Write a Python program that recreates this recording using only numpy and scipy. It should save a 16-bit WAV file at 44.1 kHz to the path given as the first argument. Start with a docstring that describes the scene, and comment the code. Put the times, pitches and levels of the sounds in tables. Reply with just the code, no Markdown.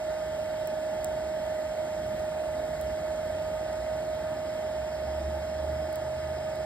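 """An electric blower feeds a small outdoor forge, heard from a hand-held microphone a step away.
Its blades chop the air into a note at four times the shaft rate, turbulence excites the resonances
of housing and pipe, and the motor adds a fine high whine. The fire rumbles, and now and then a coal
fractures with a snap. Far off, an engine gathers speed, swelling and fading as it climbs."""
import sys
import numpy as np
from scipy import signal
from scipy.fft import rfft, irfft, next_fast_len
from scipy.io import wavfile
from scipy.ndimage import uniform_filter1d, map_coordinates

SR = 44100
rng = np.random.default_rng(int(sys.argv[2]) if len(sys.argv) > 2 else 0)


def store_wav(level_fs):
    """Save 16-bit WAV to argv[1]."""
    pcm = np.round(np.clip(np.atleast_2d(level_fs), -1, 1) * 32767)
    wavfile.write(sys.argv[1], SR, pcm.T.astype(np.int16))


N = 293265

# Blade-passing frequency of the blower. 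Each row: time in seconds, frequency in Hz.
BLADE_PITCH = [(0.1, 622.4), (1.3, 623.8), (1.95, 620.2), (2.3, 621.4), (2.6, 621.7), (3.45, 622.7),
               (3.85, 624.7), (4.35, 624), (4.9, 621.5), (5.3, 622.9), (6.55, 624.4)]
# Spectrum of the rushing air. Each row: frequency in Hz, relative spectral density in dB.
AIR_SPECTRUM = [(120, -47), (260, -19.5), (450, -17), (520, -13.5), (585, -5.5), (670, -3.5), (800, -14),
                (1050, -26), (1900, -25.5), (2350, -30.5), (4300, -32), (5700, -33.5), (6400, -31),
                (7200, -31.5), (8200, -33.5), (10000, -43), (12200, -38), (13500, -47), (14500, -52),
                (16000, -66)]
# Resonances of housing and pipe. Each row: centre in Hz, width in Hz, lift in dB.
DUCT_MODES = [(350, 89, 5.5), (583, 97, 3), (891.6, 145, 10.5), (1239, 130, 8), (1504, 206, 9.0),
              (1757, 154, 7), (2017, 150, 7.5), (2189, 70, 8), (2477, 160, 8.5), (2763, 220, 6.5),
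              (3206, 290, 9), (3724, 73, 7), (4130, 230, 6.5), (4660, 100, 8.5), (5130, 340, 6)]
# Partials of the motor whine. Each row: multiple of the shaft rate, relative level in dB.
MOTOR_ORDERS = [(7, -63.5), (8, -62.5), (9, -62.5), (11, -63), (12, -66.5), (14, -68.5), (15, -69.5),
                (21, -68), (24, -75), (27, -74), (33, -74), (35, -70), (39, -83), (40, -76), (44, -73),
                (48, -80), (50, -79), (51, -76), (55, -74.5), (56, -75.5), (57, -78), (60, -73),
                (61, -74.5), (63, -91), (64, -87), (65, -78), (67, -80), (68, -91), (71, -77), (73, -75.5),
                (75, -78), (77, -82), (86, -85)]
# Spectrum of the fire's roar. Each row: frequency in Hz, relative spectral density in dB.
ROAR_SPECTRUM = [(15, -38), (30, -30), (42, -5), (58, 1.5), (90, -2), (130, -3), (165, -2.5), (230, -2.5),
                 (285, -7), (335, -1.5), (430, -16.5), (600, -39.5)]
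# Snapping coals. Each row: start in seconds, peak level in dB, centre in Hz, half-width in octaves,
# time for the splinters to fall 60 dB in seconds.
COAL_SNAPS = [(.6737, -17, 12000, .85, 0.0024), (1.0457, -15, 7900, .62, 0.004),
              (2.068, -38, 11000, .9, .008), (2.083, -41, 8000, .9, .008), (2.1968, -30, 6760, .8, .003),
              (2.8135, -22.5, 10000, .58, .006), (2.8225, -35, 12000, .57, .005),
              (3.2561, -36.5, 11500, .6, .004), (3.7306, -30, 6000, .7, .004),
              (4.1515, -35, 11500, .6, .004), (5.9277, -31.5, 10800, .3, 0.013),
              (5.9581, -18.5, 14000, 1, .004), (5.9702, -41, 13000, .4, 0.0045),
              (6.5577, -34, 12500, .45, .006)]
# Envelope of the engine's lower note. Each row: time in seconds, level in dB.
LOWER_NOTE_LEVELS = [(3.0, -62), (3.6, -52), (3.95, -47), (4.15, -61), (4.65, -63), (4.8, -45), (4.93, -51),
                     (5.1, -38.5), (5.36, -37), (5.5, -47), (5.61, -39), (5.8, -39.5), (6.02, -51),
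                     (6.32, -40.5), (6.52, -60)]
# Envelope of the engine's upper note. Each row: time in seconds, level in dB.
UPPER_NOTE_LEVELS = [(2.5, -62), (2.85, -45), (3.05, -58), (3.28, -47.5), (3.85, -55), (4.1, -53.5),
                     (5.2, -58), (5.55, -60), (5.8, -49.5), (6.1, -48), (6.65, -50.5)]
# The two microphone ports. Each row: frequency in Hz, left minus right level in dB,
# coherence of the noise from 0 to 1.
PORT_BALANCE = [(70, 0, 0.99), (252, -2, 0.87), (430, 1.7, 0.93), (605, -4, 0.86), (804, -2, 1),
                (1050, 1.5, 0.97), (1310, 2, 0.89), (1700, -0.4, 0.99), (2400, -1.9, 0.92), (3220, 0, 0.6),
                (4530, -6.5, 0.5), (5400, -1.5, 1), (8850, 0, 1), (14000, 0, 1)]
# Phase difference between the ports. Each row: frequency in Hz, lead of the left port in radians.
PORT_PHASE = [(0, 0.5), (100, 0), (300, -0.03), (600, -0.76), (900, -0.28), (1450, -0.35), (1900, 0.2),
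              (2500, 3), (3000, 3), (3750, 1.05), (4400, 1.74), (4850, 1.2), (6000, 3.1), (10300, 9.4),
              (14700, 15.5), (16000, 16.5)]

TIME = np.arange(N) / SR


def blower():
    """Directivity: tone, treble and pipe whistle change level as the microphone swings to the blower."""
    swing = ramp(start_s=3.05, length_s=2.2)
    turns_hz = envelope(BLADE_PITCH) / 4
    shaft = phase_of(turns_hz + 0.029 * wobble(14))
    whir = duct_air() + motor_whine(shaft) + brush_buzz(shaft)
    treble = filtered(whir, lambda hz: 1 - bell(hz, 0, 12000))
    treble_change = (amp(-1.7 * swing) - 1) * treble  # treble radiates directionally
    whistle = amp(-72.5 + 11.5 * swing) * turbulence(lambda hz: bell(hz, 5075, 240), patchy_db=2.5)
    return whir + treble_change + whistle + magnetic_hum() + blade_tone(shaft, level_db=-32.5 - swing)


def blade_tone(shaft, level_db, flutter_db=-0.13, unbalance_db=-59.5):
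    """Periodic forcing: four blade passes a turn make the main note; unbalance hums at the shaft rate."""
    note = amp(level_db + flutter_db * wobble(25)) * np.sin(4 * shaft)
    return np.sqrt(2) * (note + amp(unbalance_db) * np.sin(shaft))


def duct_air(level_db=-39.5):
    """Resonance: housing and pipe lift bands of the broad noise of the airflow."""
    def spectrum(hz):
        lift_db = sum(db * bell(hz, centre, width) for centre, width, db in DUCT_MODES)
        return amp(along(AIR_SPECTRUM, hz) + lift_db)
    return amp(level_db) * turbulence(spectrum, patchy_db=0.84)


def motor_whine(shaft, gain_db=-1.4, drift_db=1.5, flicker_db=2.0, swell_order=56):
    """Shaft harmonics: each swells and fades as the microphone moves through its sound field."""
    whine = np.zeros(N)
    swell_db = 8 * bell(TIME, 3.25, 0.55)  # one high partial, near 8.7 kHz, swells briefly around 3.25 s
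    for order, db in MOTOR_ORDERS:
        level_db = db + gain_db + drift_db * wobble(1.59) + flicker_db * wobble(22)
        if order == swell_order:
            level_db += swell_db
        whine += amp(level_db) * np.sin(order * shaft + rng.uniform(0, 2 * np.pi))
    return np.sqrt(2) * whine


def brush_buzz(shaft, level_db=-73.5):
    """Sliding friction: the brushes scrape over the same roughness on every turn."""
    roughness = signal.resample(rng.standard_normal(204), 4096)
    position = np.arange(len(roughness)) / len(roughness)
    scrape = np.interp(shaft / (2 * np.pi), position, roughness, period=1)
    buzz = filtered(scrape, lambda hz: bell(hz, 7500, 12000) * (1 - bell(hz, 0, 2500)))
    return amp(level_db) * unit(buzz)


def magnetic_hum(hz=600, level_db=-58.5):
    """Beating: the motor's steady magnetic hum lies just below the blade tone and interferes with it."""
    return np.sqrt(2) * amp(level_db) * np.sin(phase_of(np.full(N, hz)))


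def fire():
    """Turbulent combustion: blown flames roar evenly and flutter in the bass."""
    roar_gain = amp(-46.5 + 1.3 * wobble(5.8))
    roar = turbulence(lambda hz: amp(along(ROAR_SPECTRUM, hz)), patchy_db=-0.04)
    flutter_gain = amp(-55.5 + 1.5 * wobble(7.2))
    flutter = turbulence(lambda hz: bell(hz, 69, 25), patchy_db=1.0)
    return roar_gain * roar + flutter_gain * flutter


def coal_snap(centre_hz, octaves, t60, onset, splinter_db=-14):
    """Brittle fracture: a sharp pulse at sample onset, then splinters that die in milliseconds."""
    t = np.arange(2048) / SR
    splinters = rng.standard_normal(len(t)) * amp(splinter_db - 60 * t / t60)
    burst = np.where(t == 0, 1, splinters)
    hz = np.fft.rfftfreq(len(t), 1 / SR)
    bright_band = 1 / (1 + (np.log2((hz + 1) / centre_hz) / octaves) ** 2)
    knock = amp(-17) * bell(hz, 1900, 900)  # the lump knocks dully under the snap
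    crack = irfft(rfft(np.roll(burst, onset)) * (bright_band + knock))
    return crack / np.abs(crack).max()


def crackle(tick_db=-50, spread_db=7, count=24):
    """Superposed impulses: a few clear snaps of coal among many tiny random ticks."""
    ticks = [(when * N / SR, tick_db + spread_db * strength, 8000 + 5000 * pitch, 0.66, 0.004)
             for when, strength, pitch in rng.random((count, 3))]
    onset = 64  # samples of room ahead of each pulse
    out = np.zeros(N + SR)
    for start_s, db, centre_hz, octaves, t60 in list(COAL_SNAPS) + ticks:
        crack = coal_snap(centre_hz, octaves, t60, onset)
        start = max(round(start_s * SR) - onset, 0)
        out[start:start + len(crack)] += amp(db) * crack
    return out[:N]


def far_engine(pull_start_s=2.55, time_constant_s=2.5, low_hz=39.75, top_hz=92):
    """Exponential approach: two low notes, all that carry this far, climb together ever more slowly."""
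    pulling_s = np.maximum(TIME - pull_start_s, 0)
    base_hz = top_hz - (top_hz - low_hz) * np.exp(-pulling_s / time_constant_s)
    phase = phase_of(base_hz + 0.34 * wobble(21))

    def note(ratio, levels):
        return amp(envelope(levels) + 0.2 * wobble(10)) * np.sin(ratio * phase)
    load = bell(TIME, 2.83, 0.51)  # the engine grumbles as it takes the load
    grumble = amp(-51) * load * turbulence(lambda hz: bell(hz, 65, 22), patchy_db=0)
    notes = note(0.97, LOWER_NOTE_LEVELS) + note(1.6, UPPER_NOTE_LEVELS)
    return grumble + np.sqrt(2) * ramp(pull_start_s, length_s=0.15) * notes


def far_hum(hz=91.2, level_db=-60.5, waver_db=-1.0):
    """Amplitude modulation: a faint low tone of steady pitch wavers, then fades out."""
    fade = 1 - ramp(start_s=3.4, length_s=1)
    gain = fade * amp(level_db + waver_db * wobble(4.5))
    return np.sqrt(2) * gain * np.sin(phase_of(np.full(N, hz)))


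def turbulence(spectrum, patchy_db):
    """Partial coherence: stereo noise of rms 1, partly alike at the ports, with drifting strong patches."""
    cells = signal.stft(rng.standard_normal((2, N)), nperseg=512)[2]
    patches = uniform_filter1d(rng.standard_normal(cells.shape[1:]), size=6, axis=0)  # over frequency
    patches = uniform_filter1d(patches, size=14, axis=1)  # over time
    noise = signal.istft(cells * amp(patchy_db * unit(patches)), nperseg=512)[1][:, :N]

    def mid_side_response(hz):
        coherence = np.clip(along(PORT_BALANCE, hz)[1], 0, 1)
        return spectrum(hz) * np.sqrt([1 + coherence, 1 - coherence])
    mid, side = filtered(noise, mid_side_response)
    return unit(np.array([mid + side, mid - side]))


def port_response(hz):
    """Level and phase differences: each port takes half of both, at constant total power."""
    level_db = along(PORT_BALANCE, hz)[0]
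    lead = np.interp(hz, *np.transpose(PORT_PHASE))
    left = amp(level_db / 2) * np.exp(1j * lead / 2)
    pair = np.array([left, 1 / left])
    return pair / np.sqrt(np.mean(np.abs(pair) ** 2, axis=0))


def direct_path(hz, lead_s=0.000241):
    """Path difference: sound straight from the hearth reaches the left port first."""
    return np.exp(1j * np.pi * lead_s * np.array([hz, -hz]))


def amp(db):
    """Decibel law: level to amplitude gain."""
    return 10 ** (np.asarray(db) / 20)


def unit(x):
    """Normalisation to rms 1."""
    return x / np.sqrt(np.mean(x ** 2) + 1e-20)


def along(rows, hz):
    """Interpolation in log frequency of each column after the first."""
    row_hz, *columns = np.transpose(rows)
    return np.squeeze([np.interp(np.log(hz + 1), np.log(row_hz + 1), column) for column in columns])


def envelope(rows):
    """Linear interpolation in time, one value a sample."""
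    return np.interp(TIME, *np.transpose(rows))


def ramp(start_s, length_s):
    """Linear transition from 0 to 1."""
    return np.clip((TIME - start_s) / length_s, 0, 1)


def wobble(rate):
    """Random modulation: a smooth curve through rate knots a second."""
    coarse = np.arange(0, N + 64, 64)
    knots = rng.standard_normal(2048)
    return np.interp(np.arange(N), coarse, map_coordinates(knots, [coarse * rate / SR], mode="wrap"))


def phase_of(hz):
    """Phase as the integral of frequency."""
    return 2 * np.pi * np.cumsum(hz) / SR


def bell(x, centre, width):
    """Lorentzian curve of peak 1, with its full width taken at half height."""
    return 1 / (1 + (2 * (x - centre) / width) ** 2)


def filtered(x, response):
    """Linear filtering: the spectrum of x times a frequency response."""
    size = next_fast_len(N + SR // 4)
    return irfft(rfft(x, size) * response(np.fft.rfftfreq(size, 1 / SR)), size)[..., :N]


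def scene():
    """Superposition: all sources add at the two microphone ports."""
    sustained = blower() + fire() + far_engine() + far_hum()
    return filtered(sustained, port_response) + filtered(crackle(), direct_path)


def record(dry, top_hz=15850):
    """Band limiting: nothing above top_hz passes."""
    return filtered(dry, lambda hz: hz < top_hz)


dry = scene()
out = record(dry)
store_wav(out)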